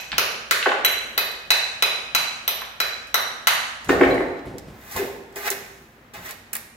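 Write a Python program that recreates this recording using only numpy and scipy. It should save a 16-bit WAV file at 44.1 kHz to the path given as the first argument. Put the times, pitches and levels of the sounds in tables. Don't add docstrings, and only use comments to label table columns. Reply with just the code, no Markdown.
import sys
import numpy as np
from scipy import signal
from scipy.fft import rfft, irfft
from scipy.io import wavfile
from scipy.ndimage import uniform_filter1d

SR = 44100
rng = np.random.default_rng(int(sys.argv[2]) if len(sys.argv) > 2 else 0)


def level_to_linear(level):
    exponent = np.asarray(level, float) / 20
    return 10 ** exponent


def transcribe(u):
    v = np.clip(np.atleast_2d(u).T, -1, 1)
    q = np.round(v * 32767).astype(np.int16)
    wavfile.write(sys.argv[1], SR, q)


N = 298116
LEAD = SR // 5

# start in seconds, then levels
# in dB of the crack, the ring of the claw, the ring of the head and the ring of the face.
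EARLIER_BLOW = [(-0.13, -13, -18.5, -29.5, -24.5)]
BLOWS = [(0.1814, -6, -29.5, -24, -24.5), (0.51, -6, -28.5, -25, -31), (0.848, -8.5, -33, -15, -21.5),
         (1.1776, -10, -16.5, -21.5, -22), (1.505, -8, -17, -12, -25), (1.8239, -8.5, -14, -11, -29),
         (2.149, -9, -24.5, -16.5, -24), (2.478, -11.5, -33, -26.5, -21.5),
         (2.802, -12.5, -26.5, -19.5, -30.5), (3.1427, -8.5, -33, -17.5, -30),
         (3.4711, -4.5, -27, -26, -22)]
# pitch in Hz, level in dB, time to fall 60 dB in
# seconds, and which level of the blow drives it (0 claw, 1 head, 2 face, 3 crack).
HEAD_MODES = [(2533, 1, 0.09, 0), (3988, 6.5, 0.075, 1), (13110, 12, 0.04, 2), (1530, -31.5, 0.025, 3),
              (2045, -20, 0.062, 3), (2430, -33.5, 0.064, 3), (4700, -15.5, 0.026, 3),
              (5846, -8.5, 0.021, 3), (6800, -11, 0.013, 3), (8000, -17, 0.02, 3), (10320, -11.5, 0.02, 3),
              (14700, -34.5, 0.023, 3)]
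# frequency in Hz, level in dB.
CRACK_COLOUR = [(100, -44), (250, -27), (600, -14.5), (1300, -0.5), (2200, -1.5), (3300, -4.5),
                (4800, -7.5), (7000, -13), (9000, -15), (12500, -12.5), (16000, -13.5)]
THUMP_DB = -14


def hammer():
    out = np.zeros(N + LEAD)
    colour = response(CRACK_COLOUR)
    hz, db, t60, driver = np.transpose(HEAD_MODES)
    for s, crack_db, *ring_db in EARLIER_BLOW + BLOWS:
        crack = np.convolve(splinter(t60=0.005), colour)
        add(out, s, level_to_linear(crack_db + 14.5) * crack)
        push = np.abs(splinter(t60=0.0024))
        thump = np.convolve(push, bump(hz=692.0, spread=0.73))
        add(out, s, level_to_linear(crack_db + THUMP_DB) * thump)
        pitch_luck, level_luck = rng.standard_normal((2, len(hz)))
        drive_db = np.take(ring_db + [crack_db], driver.astype(int))
        level = db + drive_db + 2.0 * level_luck - 7.5
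        add(out, s, ring(hz * (1 + 0.00062 * pitch_luck), level, t60, seconds=0.4, sway=0.002))
    return out


# start in seconds, level in dB,
# centre in Hz, spread in octaves, time to fall 60 dB in seconds.
KNOCKS = [(.118, -19, 2700, 0.83, 0.0028), (.127, -18, 1640, 0.88, 0.026),
          (.627, -15.5, 2670, 0.56, 0.0076), (.658, -7.5, 1420, 0.72, 0.027),
          (.662, -8.5, 613, 1.03, 0.037), (.69, -19, 2000, 0.78, 0.022), (.716, -13.5, 1300, 0.99, 0.022),
          (2.619, -24.5, 1380, 0.75, 0.0025), (3.07, -41, 6900, 1.2, 0.014),
          (3.846, -34, 6870, 1.1, 0.0064), (3.886, -28.5, 6900, 0.24, 0.011),
          (3.892, -9, 1430, 0.63, 0.025), (4.010, -8, 1470, 0.64, 0.027), (4.032, -12.5, 1780, 0.62, 0.035),
          (4.05, -50, 7440, 0.88, 0.0063), (4.144, -37, 6440, .8, 0.0065), (4.179, -23, 2000, 0.24, 0.0045),
          (4.206, -20, 880, 0.78, 0.0068), (4.39, -45, 2940, 0.73, 0.011)]
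TICKS = [(4.455, -41.5, 10300, 0.56, 0.034), (4.583, -25, 6000, 1.7, 0.0075),
         (4.912, -30, 8000, 2.2, 0.025), (4.963, -15, 5040, 3, 0.021), (5.325, -42, 9000, 1.5, .01),
         (5.359, -23, 6000, 2.5, .015), (5.503, -5.5, 13500, 1.6, 0.0082),
         (5.512, -14.5, 12000, 2.6, 0.018), (6.138, -30, 6000, 2.6, .02), (6.308, -18.5, 8000, 2.9, 0.02),
         (6.531, -7.5, 14200, 1.06, 0.023), (6.145, -26, 800, 0.74, .08),
         (6.553, -10.5, 14000, 1.14, 0.0095), (6.566, -13, 14000, .8, 0.0034)]


def knocks(table, gain_db):
    out = np.zeros(N + LEAD)
    for s, db, hz, spread, t60 in table:
        burst = splinter(max(t60, 0.002))
        add(out, s, level_to_linear(db + gain_db) * np.convolve(burst, bump(hz, max(spread, 0.2))))
    return out


# start in seconds, level in dB, loudest region in Hz.
THUDS = [(3.890, -9, 336), (3.924, -13, 480), (4.008, -3.5, 363), (4.053, -13, 310), (4.089, -14, 416),
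         (4.112, -14.5, 466), (4.145, -16.5, 305), (4.2, -21.5, 405), (4.249, -24.5, 450),
         (4.464, -25, 160), (4.54, -21.5, 157), (4.958, -23, 1000), (4.989, -40, 400), (5.012, -20.5, 380),
         (5.039, -34, 800), (5.36, -35.5, 416), (5.507, -30.5, 404)]
# pitch in Hz, time to fall 60 dB in seconds.
PLANK_MODES = [(130, 0.063), (188, 0.053), (240, 0.039), (285, 0.056), (366, 0.062), (405, 0.067),
               (474, 0.051), (540, 0.044), (619, 0.054), (705, 0.072), (800, 0.068), (904, 0.083),
               (1080, 0.074)]
# start in seconds, pitch in Hz, level in
# dB, time to fall 60 dB in seconds.
STEEL_TAPS = [
    (3.9, 1840, -22, 0.079),
    (4.012, 2036, -30, 0.088),
    (4.107, 4013, -33.5, 0.096),
    (4.99, 401.5, -31, 0.15),
    (5.36, 406, -41, 0.18),
    (5.505, 391, -42.5, 0.27),
]


def plank():
    out = np.zeros(N + LEAD)
    hz, t60 = np.transpose(PLANK_MODES)
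    for s, thud_db, region_hz in THUDS:
        pitch_luck, level_luck = rng.standard_normal((2, len(hz)))
        octaves_away = np.abs(np.log2(hz / region_hz))
        db = thud_db - 9.5 - 9 * octaves_away + 3.25 * level_luck
        add(out, s, ring(hz * (1 + 0.01 * pitch_luck), db, t60, seconds=0.3))
    for s, *mode in STEEL_TAPS:
        tap_hz, tap_db, tap_t60 = np.array(mode)[:, None]
        add(out, s, ring(tap_hz, tap_db, tap_t60, seconds=0.5, sway=0.0016))
    return out


# start in seconds, time to fall 20 dB in seconds,
# hiss level in dB, blade level in dB.
DIGS = [(3.891, 0.0547, -35, -26), (3.91, 0.51, -52, -40.5), (4.008, 0.09, -48, -39), (4.1, 0.05, -47, -50),
        (4.455, -0.5, -54, -53), (4.583, 0, -48.5, -39), (4.81, -2, -51, -58), (4.914, 0.05, -39, -49),
        (4.971, 0.16, -32.5, -31), (5.359, .07, -32.5, -36.5), (5.53, 0.45, -48, -50),
        (6.137, .1, -41, -38), (6.532, -0.04, -46, -26), (6.552, 0.02, -54, -29.5),
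        (6.575, 0.05, -41, -47.5)]
# end in seconds, time to swell 20 dB in seconds,
# hiss level in dB, blade level in dB.
DRAGS = [
    (4.972, 0.17, -33.5, -36),
    (5.479, 0.0752, -26, -24.5),
    (5.514, -0.0455, -24, -25),
    (6.262, 0.04, -38, -42.5),
    (6.297, 0.08, -42, -40),
    (6.321, 0.11, -46, -43.5),
]
# frequency in Hz, level in dB.
GRIT_COLOUR = [(3000, -10.5), (6000, -9.5), (8300, -12), (9400, -14.5), (10500, -8), (15000, -6),
               (16500, -9.5)]
# pitch in Hz, width in Hz, level in dB.
BLADE_MODES = [(1000, 990, -1.5), (1810, 540, 1.5), (2440, 130, -7), (3500, 490, -13.5)]
BITE_S, LIFT_S = 0.0026, 0.018


def trowel():
    t = (np.arange(N + LEAD) - LEAD) / SR
    grain_size = level_to_linear(3.2 * rng.exponential(size=N + LEAD))
    grains = unit(rng.standard_normal(N + LEAD) * grain_size)
    sand_colour = response([(100, -72.5)] + GRIT_COLOUR)
    hiss = unit(signal.fftconvolve(grains, sand_colour)[:len(t)])
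    blade = resonate(grains, BLADE_MODES)
    strokes = [(s, BITE_S, fall, *db) for s, fall, *db in DIGS]
    strokes += [(s, rise, LIFT_S, *db) for s, rise, *db in DRAGS]
    sand = sum(swell(s, rise, fall, hiss_db - 6.0) for s, rise, fall, hiss_db, _ in strokes)
    steel = sum(swell(s, rise, fall, blade_db - 3.5) for s, rise, fall, _, blade_db in strokes)
    return spread_out(sand, t) * hiss + spread_out(steel, t) * blade


# time in seconds, level in dB.
SHIFTS = [(.13, -44.5), (2.16, -50), (3.895, -31.5), (4.0, -40), (4.07, -33), (4.2, -42), (4.47, -39.5),
          (4.68, -42), (4.96, -39.5), (5.57, -50.5), (5.8, -53), (6.18, -48.5), (6.55, -54)]
# pitch in Hz, width in Hz, level in dB.
FRAME_MODES = [(40, 10, -6), (58, 9.9, 5.5), (86, 30, 3.5), (126, 69, -2), (169, 150, -3.5)]
# pitch in Hz, level in dB.
HUM = [(57, -65.5), (228, -67)]
FRAME_IDLE_DB, JOLT_DB = -60, -45
FRAME_RISE_S, FRAME_FALL_S, JOLT_FALL_S = 0.03, 0.27, 0.24


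def scaffold():
    t = np.arange(N) / SR
    shifts = sum(swell(s, FRAME_RISE_S, FRAME_FALL_S, db) ** 2 for s, db in SHIFTS)
    jolts = sum(swell(s, FRAME_RISE_S, JOLT_FALL_S, db + JOLT_DB) ** 2 for s, db, *_ in BLOWS)
    shaking = np.sqrt(level_to_linear(FRAME_IDLE_DB) ** 2 + shifts + jolts)
    rumble = resonate(rng.standard_normal(N), FRAME_MODES) * spread_out(shaking, t)
    hum = sum(level_to_linear(db + 2.5) * np.sin(2 * np.pi * hz * t) for hz, db in HUM)
    return rumble + hum


# frequency in Hz, level
# in dB.
FLOOR_COLOUR = [(88, -13), (150, -5.5), (194, -27), (210, -13), (231, 1.5), (281, -9), (1380, -10),
                (1720, -9.5), (9330, -38.5), (15300, -29), (16500, -36)]
FLOOR_DB = -55


def floor():
    hz, noise = pair(N)
    steps = np.repeat(rng.standard_normal(N // 4000 + 1), 4000)
    drift = uniform_filter1d(steps, 8000)[:N]
    air = unit(irfft(noise * level_to_linear(column(FLOOR_COLOUR, hz, 1)), N))
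    return air * level_to_linear(FLOOR_DB + 2.8 * drift)


# frequency in Hz, time to fall 60 dB in seconds, level in dB,
# likeness of left and right (1 is the same, 0 unrelated).
HALL = [(60, 0.91, -12, 0.5), (126, 0.86, -11.5, 0.6), (223, 0.96, 2.5, 0.84), (583, 0.92, 5.5, 0.79),
        (1000, 1, 0.5, .0), (2000, 0.89, 2, 0), (4180, 0.83, 1, 0.15), (8000, 0.8, -4, 0.01),
        (13000, 0.46, 0.5, -.1), (15400, 0.27, -4, -.1)]
# delay in milliseconds, left level in dB, right level in dB.
WALLS = [(2.5, -1.5, -40), (4.6, -4.5, -4), (7.5, -8, -11.5), (10.5, -10.5, -7.5), (13.5, -8, -6)]


def hall(x, wet_db, wall_db, dull_db, pan_db, lag_ms, build_ms):
    size = int(1.3 * SR)
    hz, noise = pair(size)
    noise = noise * level_to_linear(-dull_db * hz / 10000)
    echoes = np.zeros((2, size))
    for k, (_, t60, db, _) in enumerate(HALL):
        share = column([(row[0], j == k) for j, row in enumerate(HALL)], hz, 1)
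        echoes += level_to_linear(db) * irfft(noise * share, size) * fade(t60, size / SR)[:size]
    t = np.arange(size) / SR
    build_up = 1 - np.exp(-(1000 * t / build_ms) ** 2)
    echoes *= level_to_linear(wet_db + np.array([[pan_db], [-pan_db]]) / 3) * build_up
    lead = SR // 1000
    half_lag = int(lag_ms * SR / 2000)
    echoes[0, lead + half_lag] += level_to_linear(pan_db / 2)
    echoes[1, lead - half_lag] += level_to_linear(-pan_db / 2)
    near = np.zeros((2, size))
    for ms, *db in WALLS:
        arrival = lead + int(ms * SR / 1000) + rng.integers(-12, 12, size=2)
        near[[0, 1], arrival] += level_to_linear(np.array(db) + wall_db)
    echoes += 1.5 * uniform_filter1d(near, size=2)
    return signal.fftconvolve(x[None], echoes, axes=1)[:, LEAD + lead:][:, :N]


def pair(size):
    hz = np.fft.rfftfreq(size, 1 / SR)
    like = np.clip(column(HALL, hz, 3), -0.99, 0.99)
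    mid, side = rfft(rng.standard_normal((2, size)))
    opposite = np.array([[1], [-1]])
    return hz, (np.sqrt(1 + like) * mid + np.sqrt(1 - like) * side * opposite) / np.sqrt(2)


def splinter(t60, size=2048):
    shape = fade(t60, 1.0)[:size] * (1 - fade(t60 / 4, 1.0)[1:size + 1])
    burst = rng.standard_normal(size) * shape
    for _ in range(4):
        bins = rfft(burst)
        even = irfft(bins / np.abs(bins))
        burst = np.sign(even) * shape / 2 + even * np.sqrt(shape)
    return burst / np.sqrt(np.sum(burst ** 2))


def bump(hz, spread):
    octaves = np.linspace(-4, 4, 17)
    db = np.maximum(-6 * (octaves / spread) ** 2, -50)
    return response(np.transpose([hz * 2 ** octaves, db]), size=1024)


def ring(hz, db, t60, seconds, sway=0.):
    t = np.arange(int(seconds * SR)) / SR
    sign = (-1.) ** np.arange(len(hz))
    bend = sway * np.sin(2 * np.pi * 2.86 * t + 2 * np.pi * rng.random())
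    phase = 2 * np.pi * hz[:, None] * np.cumsum(1 + bend) / SR
    level = (sign * level_to_linear(db))[:, None] * fade(t60[:, None], seconds)
    return np.sum(level * np.sin(phase), axis=0)


def resonate(x, modes):
    total = 0
    for hz, width, db in modes:
        b, a = signal.iirpeak(hz, hz / width, SR)
        total = total + level_to_linear(db) * signal.lfilter(b, a, x)
    return unit(total)


def response(spectrum, size=512):
    log_gain = column(spectrum, np.fft.rfftfreq(size, 1 / SR), 1) * np.log(10) / 20
    cepstrum = irfft(log_gain)
    cepstrum[1:size // 2] *= 2
    cepstrum[size // 2 + 1:] = 0
    h = irfft(np.exp(rfft(cepstrum)))
    return h / np.sqrt(np.sum(h ** 2))


def swell(s, rise, fall, db):
    t = np.arange(N // 44 + 2) * 44 / SR
    before = (s - t) / max(rise, 1e-3)
    after = (t - s) / max(fall, 1e-3)
    return level_to_linear(np.maximum(db - 20 * np.maximum(before, after), -150))


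def spread_out(gain, t):
    return np.interp(t, np.arange(len(gain)) * 44 / SR, gain)


def fade(t60, seconds):
    return np.exp(-np.log(1000) * np.arange(int(seconds * SR)) / SR / np.maximum(t60, 1e-3))


def column(table, hz, k):
    table = np.array(table, float)
    return np.interp(np.log(np.maximum(hz, 1.)), np.log(table[:, 0]), table[:, k])


def unit(x):
    return x / np.sqrt(np.mean(x ** 2))


def add(track, s, sound):
    i = LEAD + int(round(s * SR))
    sound = sound[:len(track) - i]
    track[i:i + len(sound)] += sound


def scene():
    hands = hall(hammer(), wet_db=-29.5, wall_db=-3.5, dull_db=0.5,
                 pan_db=-3.0, lag_ms=-0.3627, build_ms=3.5)
    boards = hall(knocks(KNOCKS, gain_db=15) + plank(), wet_db=-32.5, wall_db=-7.5, dull_db=-1.5,
                  pan_db=-1.0, lag_ms=-0.087, build_ms=1.8)
    strokes = hall(trowel(), wet_db=-37.5, wall_db=-1.0, dull_db=-6.0,
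                   pan_db=-3.5, lag_ms=0.3, build_ms=3.0)
    ticks = hall(knocks(TICKS, gain_db=8), wet_db=-36, wall_db=-7.0, dull_db=3.0,
                 pan_db=-4.0, lag_ms=0.3, build_ms=5.0)
    return hands + boards + strokes + ticks + scaffold() + floor()


TOP_BAND_HZ, TOP_LOST_DB = 13700, -27
LOUD_TREBLE_DB = -45


def drop_top_band(x):
    top_filter = signal.butter(N=8, Wn=TOP_BAND_HZ, btype="high", fs=SR, output="sos")
    top = signal.sosfiltfilt(top_filter, x)
    treble_filter = signal.butter(N=4, Wn=3500, btype="high", fs=SR, output="sos")
    treble = signal.sosfilt(treble_filter, x - top)
    top_power, treble_power = [uniform_filter1d(np.mean(v ** 2, axis=0), size=1024) + 1e-14
                               for v in (top, treble)]
    gap_db = 10 * np.log10(top_power / treble_power)
    strong_top = np.clip((gap_db - TOP_LOST_DB) / 2, 0, 1)
    quiet_treble = np.clip((LOUD_TREBLE_DB - 10 * np.log10(treble_power)) / 2, 0, 1)
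    keep = np.maximum(strong_top, quiet_treble)
    return x - top * (1 - keep)


def low_pass(x):
    return signal.sosfilt(signal.butter(12, 16980, fs=SR, output="sos"), x)


def record(dry):
    bass_cut = signal.butter(N=2, Wn=33, btype="high", fs=SR, output="sos")
    x = signal.sosfilt(bass_cut, dry)
    rounded = np.tanh(0.92 * x) / 0.7
    top_cut = signal.ellip(8, 0.2, 60, 15800, fs=SR, output="sos")
    x = signal.sosfilt(top_cut, rounded)
    return low_pass(np.clip(drop_top_band(x), -1, 1))


dry = scene()
out = record(dry)
transcribe(out)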